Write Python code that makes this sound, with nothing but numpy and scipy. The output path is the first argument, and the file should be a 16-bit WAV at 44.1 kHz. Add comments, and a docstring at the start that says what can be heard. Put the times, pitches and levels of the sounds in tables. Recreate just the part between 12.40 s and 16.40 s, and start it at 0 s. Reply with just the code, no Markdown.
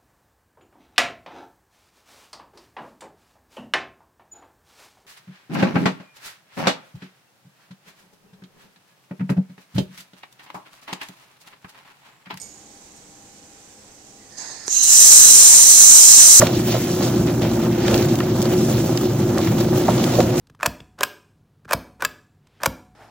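"""A handheld laser welder close to a two-port microphone in a workshop. A valve clicks, shielding gas
swells from the nozzle, then the weld pool ignites into a bright roaring hiss that overloads the input.
Before that: small metal clinks over a fan hum, and a distant puff of air.
Hisses are shaped noise, whistles are narrow noise bands, struck metal rings in decaying modes."""
import sys
import numpy as np
from scipy import signal
from scipy.io import wavfile
from scipy.ndimage import uniform_filter1d

SR = 44100
rng = np.random.default_rng(int(sys.argv[2]) if len(sys.argv) > 2 else 0)


def pcm_store(signal):
    """Save signal as 16-bit PCM."""
    levels = np.round(np.clip(np.atleast_2d(signal), -1, 1) * 32767)
    wavfile.write(sys.argv[1], SR, levels.astype(np.int16).T)


N = 176400


def amp(db):
    return 10 ** (np.asarray(db) / 20)


def unit_rms(x):
    return x / np.sqrt(np.mean(x ** 2) + 1e-20)


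def curve(rows, col=1):
    """Breakpoint column, interpolated at every sample."""
    rows = np.array(rows)
    return np.interp(np.arange(N) / SR, rows[:, 0], rows[:, col])


def pan(pan_db):
    """Port gains for a left-minus-right level."""
    return amp([[pan_db / 2], [-pan_db / 2]])


def add(mix, start_s, sound, pan_db):
    part = mix[:, round(start_s * SR):][:, :len(sound)]
    part += sound[:part.shape[1]] * pan(pan_db)


def bandpass(x, edges_hz):
    return signal.lfilter(*signal.butter(N=2, Wn=edges_hz, btype="band", fs=SR), x)


def hiss(colour, patch_db, flicker_db, bass_db_per_oct, fft_size=512):
    """Unit-RMS stereo noise with drifting patches and flicker; rolls off below the first colour row."""
    rows, hop = np.array(colour), fft_size // 4
    frames = N // hop + 5
    hz = np.fft.rfftfreq(fft_size, 1 / SR) + 1
    per_bin = [np.interp(np.log(hz), np.log(rows[:, 0]), col)[:, None] for col in rows.T[1:]]
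    left_db, right_db, coherence, *lead_rad = per_bin
    right_re, right_im, own_re, own_im, patches = rng.standard_normal((frames, len(hz), 5)).T
    patches = uniform_filter1d(patches, size=5, axis=0)
    patches = unit_rms(uniform_filter1d(patches, size=24, axis=1))
    flicker = unit_rms(uniform_filter1d(rng.standard_normal(frames), size=4))
    right = right_re + 1j * right_im
    left = coherence * right * np.exp(1j * sum(lead_rad))
    left += np.sqrt(1 - np.clip(coherence, 0, 1) ** 2) * (own_re + 1j * own_im)
    bass_db = bass_db_per_oct * np.minimum(np.log2(hz / rows[0, 0]), 0)[:, None]
    spectra = np.array([left * amp(left_db), right * amp(right_db)])
    spectra *= amp(bass_db + patch_db * patches + flicker_db * flicker)
    return unit_rms(signal.istft(spectra, nperseg=fft_size, noverlap=fft_size - hop)[1][:, :N])


def noise_band(hz, width_hz):
    """Narrow unit-RMS noise around a fixed or moving pitch."""
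    pole = np.exp(-np.pi * width_hz / SR)
    baseband = rng.standard_normal(N) + 1j * rng.standard_normal(N)
    for _ in range(2):
        baseband = signal.lfilter([1], [1, -pole], baseband)
    carrier = np.exp(2j * np.pi * np.cumsum(hz * np.ones(N)) / SR)
    return unit_rms((baseband * carrier).real)


def ring(modes, length_s, spread_hz):
    """Decaying modes of a struck part, each a cluster of beating tones."""
    tones, attack_s = 6, 0.00029
    t = np.arange(0, length_s, 1 / SR)
    out = np.zeros(len(t))
    for hz, db, t60_s in modes:
        detune, phase = rng.random((2, tones, 1))
        tone_hz = hz + spread_hz * (2 * detune - 1)
        out += amp(db - 60 * t / t60_s) * np.sin(2 * np.pi * (tone_hz * t + phase)).sum(0)
    return out * np.minimum(t / attack_s, 1) / np.sqrt(tones)


def workshop():
    """Fans and machines: broad noise and wavering tones."""
    # room noise (frequency [Hz], left [rel. 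dB], right [rel. dB], coherence [0-1])
    colour = [(40, -4.5, -3, 0.89), (220, 2, 0.5, 0.89), (480, -1.5, -2.5, 0.73), (596, -5, -5.5, .44),
              (805, -0.5, -4.6, 0.57), (900, -8, -5.5, .3), (1210, -9.5, -9, 0.045),
              (1770, -12.5, -8.5, 0.057), (3180, -13.5, -10.5, .05), (5050, -19, -6.5, 0.037),
              (6600, -23, -2.4, 0.14), (7700, -4, -7, 0.15), (8150, -18, -7, .03), (8500, -22.5, -28, .01),
              (11500, -31, -23, .05), (15680, -40, -42, .1)]
    # fan and motor tones (frequency [Hz], base level [dB])
    hum_tones = [(102.3, -71), (209.9, -64.5), (301.5, -64), (425.3, -69), (500.6, -70.5), (802.1, -65.5)]
    t = np.arange(N) / SR
    hum = np.zeros(N)
    for hz, db in hum_tones:
        waver = 0.71 * noise_band(hz, width_hz=16)
        steady = amp(0.5) * np.sin(2 * np.pi * hz * t)
        hum += amp(db) * (waver + steady)
    return hum + amp(-49) * hiss(colour, patch_db=1, flicker_db=0.5, bass_db_per_oct=3, fft_size=1024)


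def air_puff():
    """Air let out some way off, with a faint whistle."""
    # air hiss (frequency [Hz], left [rel. dB], right [rel. dB], coherence [0-1])
    colour = [(300, -18.5, -17, 0.69), (950, -16.5, -18.5, 0.33), (1210, -23, -25, .1),
              (1810, -23, -15, 0.16), (2150, -24, -20, .1), (3130, -31, -29, .15), (4700, -22, -8, 0.28),
              (5170, -19.5, -7.5, .3), (5510, -32, -12, .1), (6030, -25, -14, .15), (6350, -16.6, 0, .1),
              (7100, -24, -12, .15), (8100, -13, -18, .2), (8700, -28, -31, .02), (12000, -40, -38, .05),
              (15680, -52, -52, 0.11)]
    # hiss envelope (time [s], level [dB])
    envelope = [(1.7, -80), (1.8, -55), (1.9, -52), (1.925, -46), (1.965, -44), (1.978, -36),
                (1.984, -36.5), (2.01, -33), (2.04, -33.5), (2.18, -37.5), (2.26, -37.5), (2.5, -45)]
    # whistle track (time [s], pitch [Hz], level before port gains [dB])
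    track = [(1.76, 1936, -80), (1.81, 1950, -59), (1.9, 1890, -66), (1.96, 1803, -51), (2.05, 1783, -62),
             (2.2, 1780, -50), (2.3, 1770, -56), (2.5, 1760, -58)]
    port_gains = amp([[-3], [2.5]])
    whistle = amp(curve(track, col=2)) * noise_band(curve(track), width_hz=130)
    air = amp(curve(envelope)) * hiss(colour, patch_db=2.5, flicker_db=0.3, bass_db_per_oct=13)
    return air + whistle * port_gains


def clinks():
    """The loose workpiece rattles and rings in close, beating tones."""
    # workpiece modes (frequency [Hz], level [rel. dB], T60 [s])
    modes = [(2230, -15, .45), (4540, -11, .4), (5098, -10, .35), (5310, -6, 0.37), (6067, -12, .4),
             (6440, -10, 0.45), (6700, -4.5, 1), (7000, -5, 0.51), (8122, -6, .15), (8290, -6, .15),
             (8400, -2, .22), (9259, -14, .25), (11220, -22, .25), (11580, -16, .45), (13300, -20, .15)]
    # contacts (time [s], ring gain [dB], rattle gain [dB], left-right [dB])
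    contacts = [(0, -41.5, -38, -9), (0.0163, -43.5, -25.5, -16), (.5631, -54, -36.5, -4.5)]
    rattle_t60_s, tail_db, tail_t60_s = 0.012, -21, 0.47
    out, t = np.zeros((2, N)), np.arange(0, 0.3, 1 / SR)
    decay = amp(-60 * t / rattle_t60_s) + amp(tail_db - 60 * t / tail_t60_s)
    for start_s, ring_db, rattle_db, pan_db in contacts:
        rattle = rng.standard_normal(len(t)) * amp(rattle_db) * decay
        add(out, start_s, bandpass(rattle, edges_hz=[5500, 9200]), pan_db)
        add(out, start_s, amp(ring_db) * ring(modes, length_s=0.6, spread_hz=110), pan_db)
    return out


def valve():
    """The gas valve clicks: heavily damped modes."""
    # valve modes (frequency [Hz], level [rel. dB], T60 [s])
    modes = [(380, -15, 0.016), (900, -26, .01), (1610, -20, 0.016), (4100, -12, 0.0071), (6100, 0, 0.0073),
             (7800, -11, 0.0059)]
    out = np.zeros((2, N))
    click = amp(-9.5) * ring(modes, length_s=0.05, spread_hz=60)
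    add(out, start_s=2.2803, sound=click, pan_db=-8)
    return out


def spits():
    """Short noise bursts as air and gas start and the pool ignites."""
    # spits (time [s], rise [s], decay onset [s], level [dB], centre [Hz], left-right [dB])
    bursts = [(1.979, .005, .01, -39.5, 6300, -17), (2.261, .004, .02, -43, 9500, 4),
              (2.434, .005, .005, -17, 8900, 2)]
    t60_s = 0.033
    out, t = np.zeros((2, N)), np.arange(0, 0.08, 1 / SR)
    for start_s, rise_s, hold_s, db, hz, pan_db in bursts:
        spit = unit_rms(bandpass(rng.standard_normal(len(t)), edges_hz=[0.8 * hz, 1.11 * hz]))
        envelope = np.minimum(t / rise_s, 1) * amp(db - 60 * np.maximum(t - hold_s, 0) / t60_s)
        add(out, start_s, spit * envelope, pan_db)
    return out


def jet_whistles():
    """Two whistling bands of the jet, below the main roar; the upper one swells late."""
    # lower band envelope (time [s], level [dB])
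    lower_envelope = [(2.27, -110), (2.29, -51), (2.41, -32), (2.53, -42), (2.8, -46), (3.2, -36), (4, -35)]
    # upper band envelope (time [s], level [dB])
    upper_envelope = [(3.2, -110), (3.4, -42), (3.55, -28), (3.75, -21), (3.9, -40)]
    lower = amp(curve(lower_envelope)) * noise_band(hz=4066, width_hz=310)
    upper = amp(curve(upper_envelope)) * noise_band(hz=5350, width_hz=550)
    return (lower + upper) * pan(pan_db=-13)


def shielding_gas():
    """Gas rushes through the nozzle."""
    # gas hiss (frequency [Hz], left [rel. dB], right [rel. dB], coherence [0-1], left lead [rad])
    colour = [(520, -39, -42.5, 0.89, 0.2), (2430, -34, -32, 0.35, -1.2), (2890, -27, -18.5, 0.58, -1.5),
              (3450, -39, -27.5, 0.31, -3), (4090, -34, -16, 0.94, -6), (4840, -34, -23, 0.44, 1),
              (5550, -15, -7.5, 0.5, -1), (6200, -20, -1, 0.32, 3), (6420, -11.5, 0, 0.65, 3.5),
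              (7120, -18, -7.5, 0.37, -8.5), (7430, -2.5, -8, 0.89, 8), (7860, -22, -21, 0.96, 4.3),
              (8620, -10.5, -21, 1, 4), (10000, -37, -35, 0.2, 5), (11540, -35, -33, 0.21, 12.0),
              (12500, -26, -25, 0.78, 11), (13950, -44, -45, 0.31, 11), (14640, -35, -33, 0.79, 5),
              (15330, -55, -53, 0.53, 6.9)]
    # gas envelope (time [s], level [dB])
    envelope = [(2.255, -70), (2.268, -38), (2.29, -26), (2.326, -18.5), (2.37, -14.5), (2.424, -14.5),
                (2.5, -17), (2.7, -17.5), (4, -18)]
    return amp(curve(envelope)) * hiss(colour, patch_db=2.5, flicker_db=0.9, bass_db_per_oct=5)


def weld_pool():
    """The pool ignites and roars, brighter than the gas."""
    # base roar (frequency [Hz], left [rel. dB], right [rel. dB], coherence [0-1], left lead [rad])
    base_colour = [(2540, -31.6, -28.8, 0.14, 2.7), (3700, -29.6, -23.8, 0.14, 2.4),
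                   (3920, -23.9, -19.3, 0.42, 0.3), (4050, -24.0, -14.4, 0.22, -0.2),
                   (4480, -26.3, -22.6, 0.04, -0.5), (5380, -18.7, -11.4, 0.69, 1.7),
                   (5600, -21.0, -12.6, 0.55, 1.5), (5900, -22.3, -7.3, 0.64, 1.7),
                   (5990, -19.6, -5.7, 0.77, 1.7), (6070, -19.6, -2.4, 0.65, 2.0),
                   (6160, -16.2, 0.0, 0.87, 2.5), (6290, -19.4, -2.0, 0.64, 3.2),
                   (6370, -15.3, -8.6, 0.66, 3.9), (6460, -13.2, -8.7, 0.87, 2.9),
                   (6630, -13.7, -7.4, 0.88, 2.6), (6720, -15.9, -9.9, 0.76, 2.5),
                   (6890, -15.5, -4.2, 0.76, 2.3), (7020, -19.1, -4.0, 0.32, -0.3),
                   (7060, -18.2, -3.2, 0.61, -1.2), (7190, -10.2, -4.5, 0.9, -1.4),
                   (7540, -6.8, -17.0, 0.46, -1.8), (7620, -9.3, -19.0, 0.3, -2.4),
                   (7840, -6.7, -17.2, 0.58, -1.7), (7970, -13.2, -19.4, 0.26, 1.2),
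                   (8230, -12.7, -12.0, 0.81, 3.8), (8400, -5.4, -14.1, 0.83, 4.5),
                   (8480, -3.6, -12.6, 0.9, 4.1), (8660, -5.3, -13.4, 0.89, 4.7),
                   (8910, -13.8, -22.6, 0.21, 5.2), (9170, -9.1, -23.4, 0.22, 4.7),
                   (9300, -13.2, -25.5, 0.13, 3.3), (9730, -16.9, -19.5, 0.71, 0.6),
                   (9990, -20.5, -24.4, 0.25, 3.0), (10940, -22.3, -18.5, 0.56, 0.1),
                   (11240, -17.8, -23.9, 0.19, 1.6), (11710, -24.1, -20.3, 0.36, -0.3),
                   (12060, -20.3, -22.6, 0.37, -1.9), (12400, -23.6, -18.1, 0.15, -2.2),
                   (12830, -24.8, -25.6, 0.54, -3.1), (13440, -21.0, -23.5, 0.37, -2.6),
                   (13740, -29.3, -29.4, 0.69, -3.0), (14210, -21.8, -25.3, 0.14, -3.2),
                   (14600, -21.1, -24.8, 0.3, -4.5), (14770, -27.7, -30.0, 0.09, -3.4),
                   (15500, -24.1, -21.1, 0.54, -6.0), (15630, -26.7, -23.7, 0.18, -5.5)]
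    # roar envelope (time [s], level [dB])
    envelope = [(2.4, -53), (2.43, -16), (2.44, -12.5), (2.455, -18), (2.5, -9.5), (2.54, -8.5),
                (2.62, -5.5), (2.78, -4), (3.1, -5), (3.2, -5.5), (3.25, -8), (3.3, -4.5), (3.37, -6),
                (3.44, -4.5), (3.7, -4.5), (4, -4.5)]
    contrast = 1.065  # sharpens the roar's peaks and dips
    coherence_exponent = 0.8  # makes the roar more alike in left and right
    colour = np.array(base_colour)
    colour[:, 1:3] *= contrast
    colour[:, 3] **= coherence_exponent
    roar = hiss(colour, patch_db=1.64, flicker_db=0.5, bass_db_per_oct=0.09, fft_size=1024)
    return amp(curve(envelope)) * roar


def scene():
    background = workshop() + air_puff()
    torch = shielding_gas() + weld_pool() + jet_whistles()
    return background + torch + spits() + clinks() + valve()


def record(dry):
    """Soft input overload near full scale, then a band limit."""
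    knee, cutoff_hz = 6, 15720
    clipped = dry / (1 + abs(dry) ** knee) ** (1 / knee)
    lowpass = signal.firwin(1023, cutoff_hz, window=("kaiser", 9), fs=SR)
    return signal.oaconvolve(clipped, lowpass[None], "same")


dry = scene()
out = record(dry)
pcm_store(out)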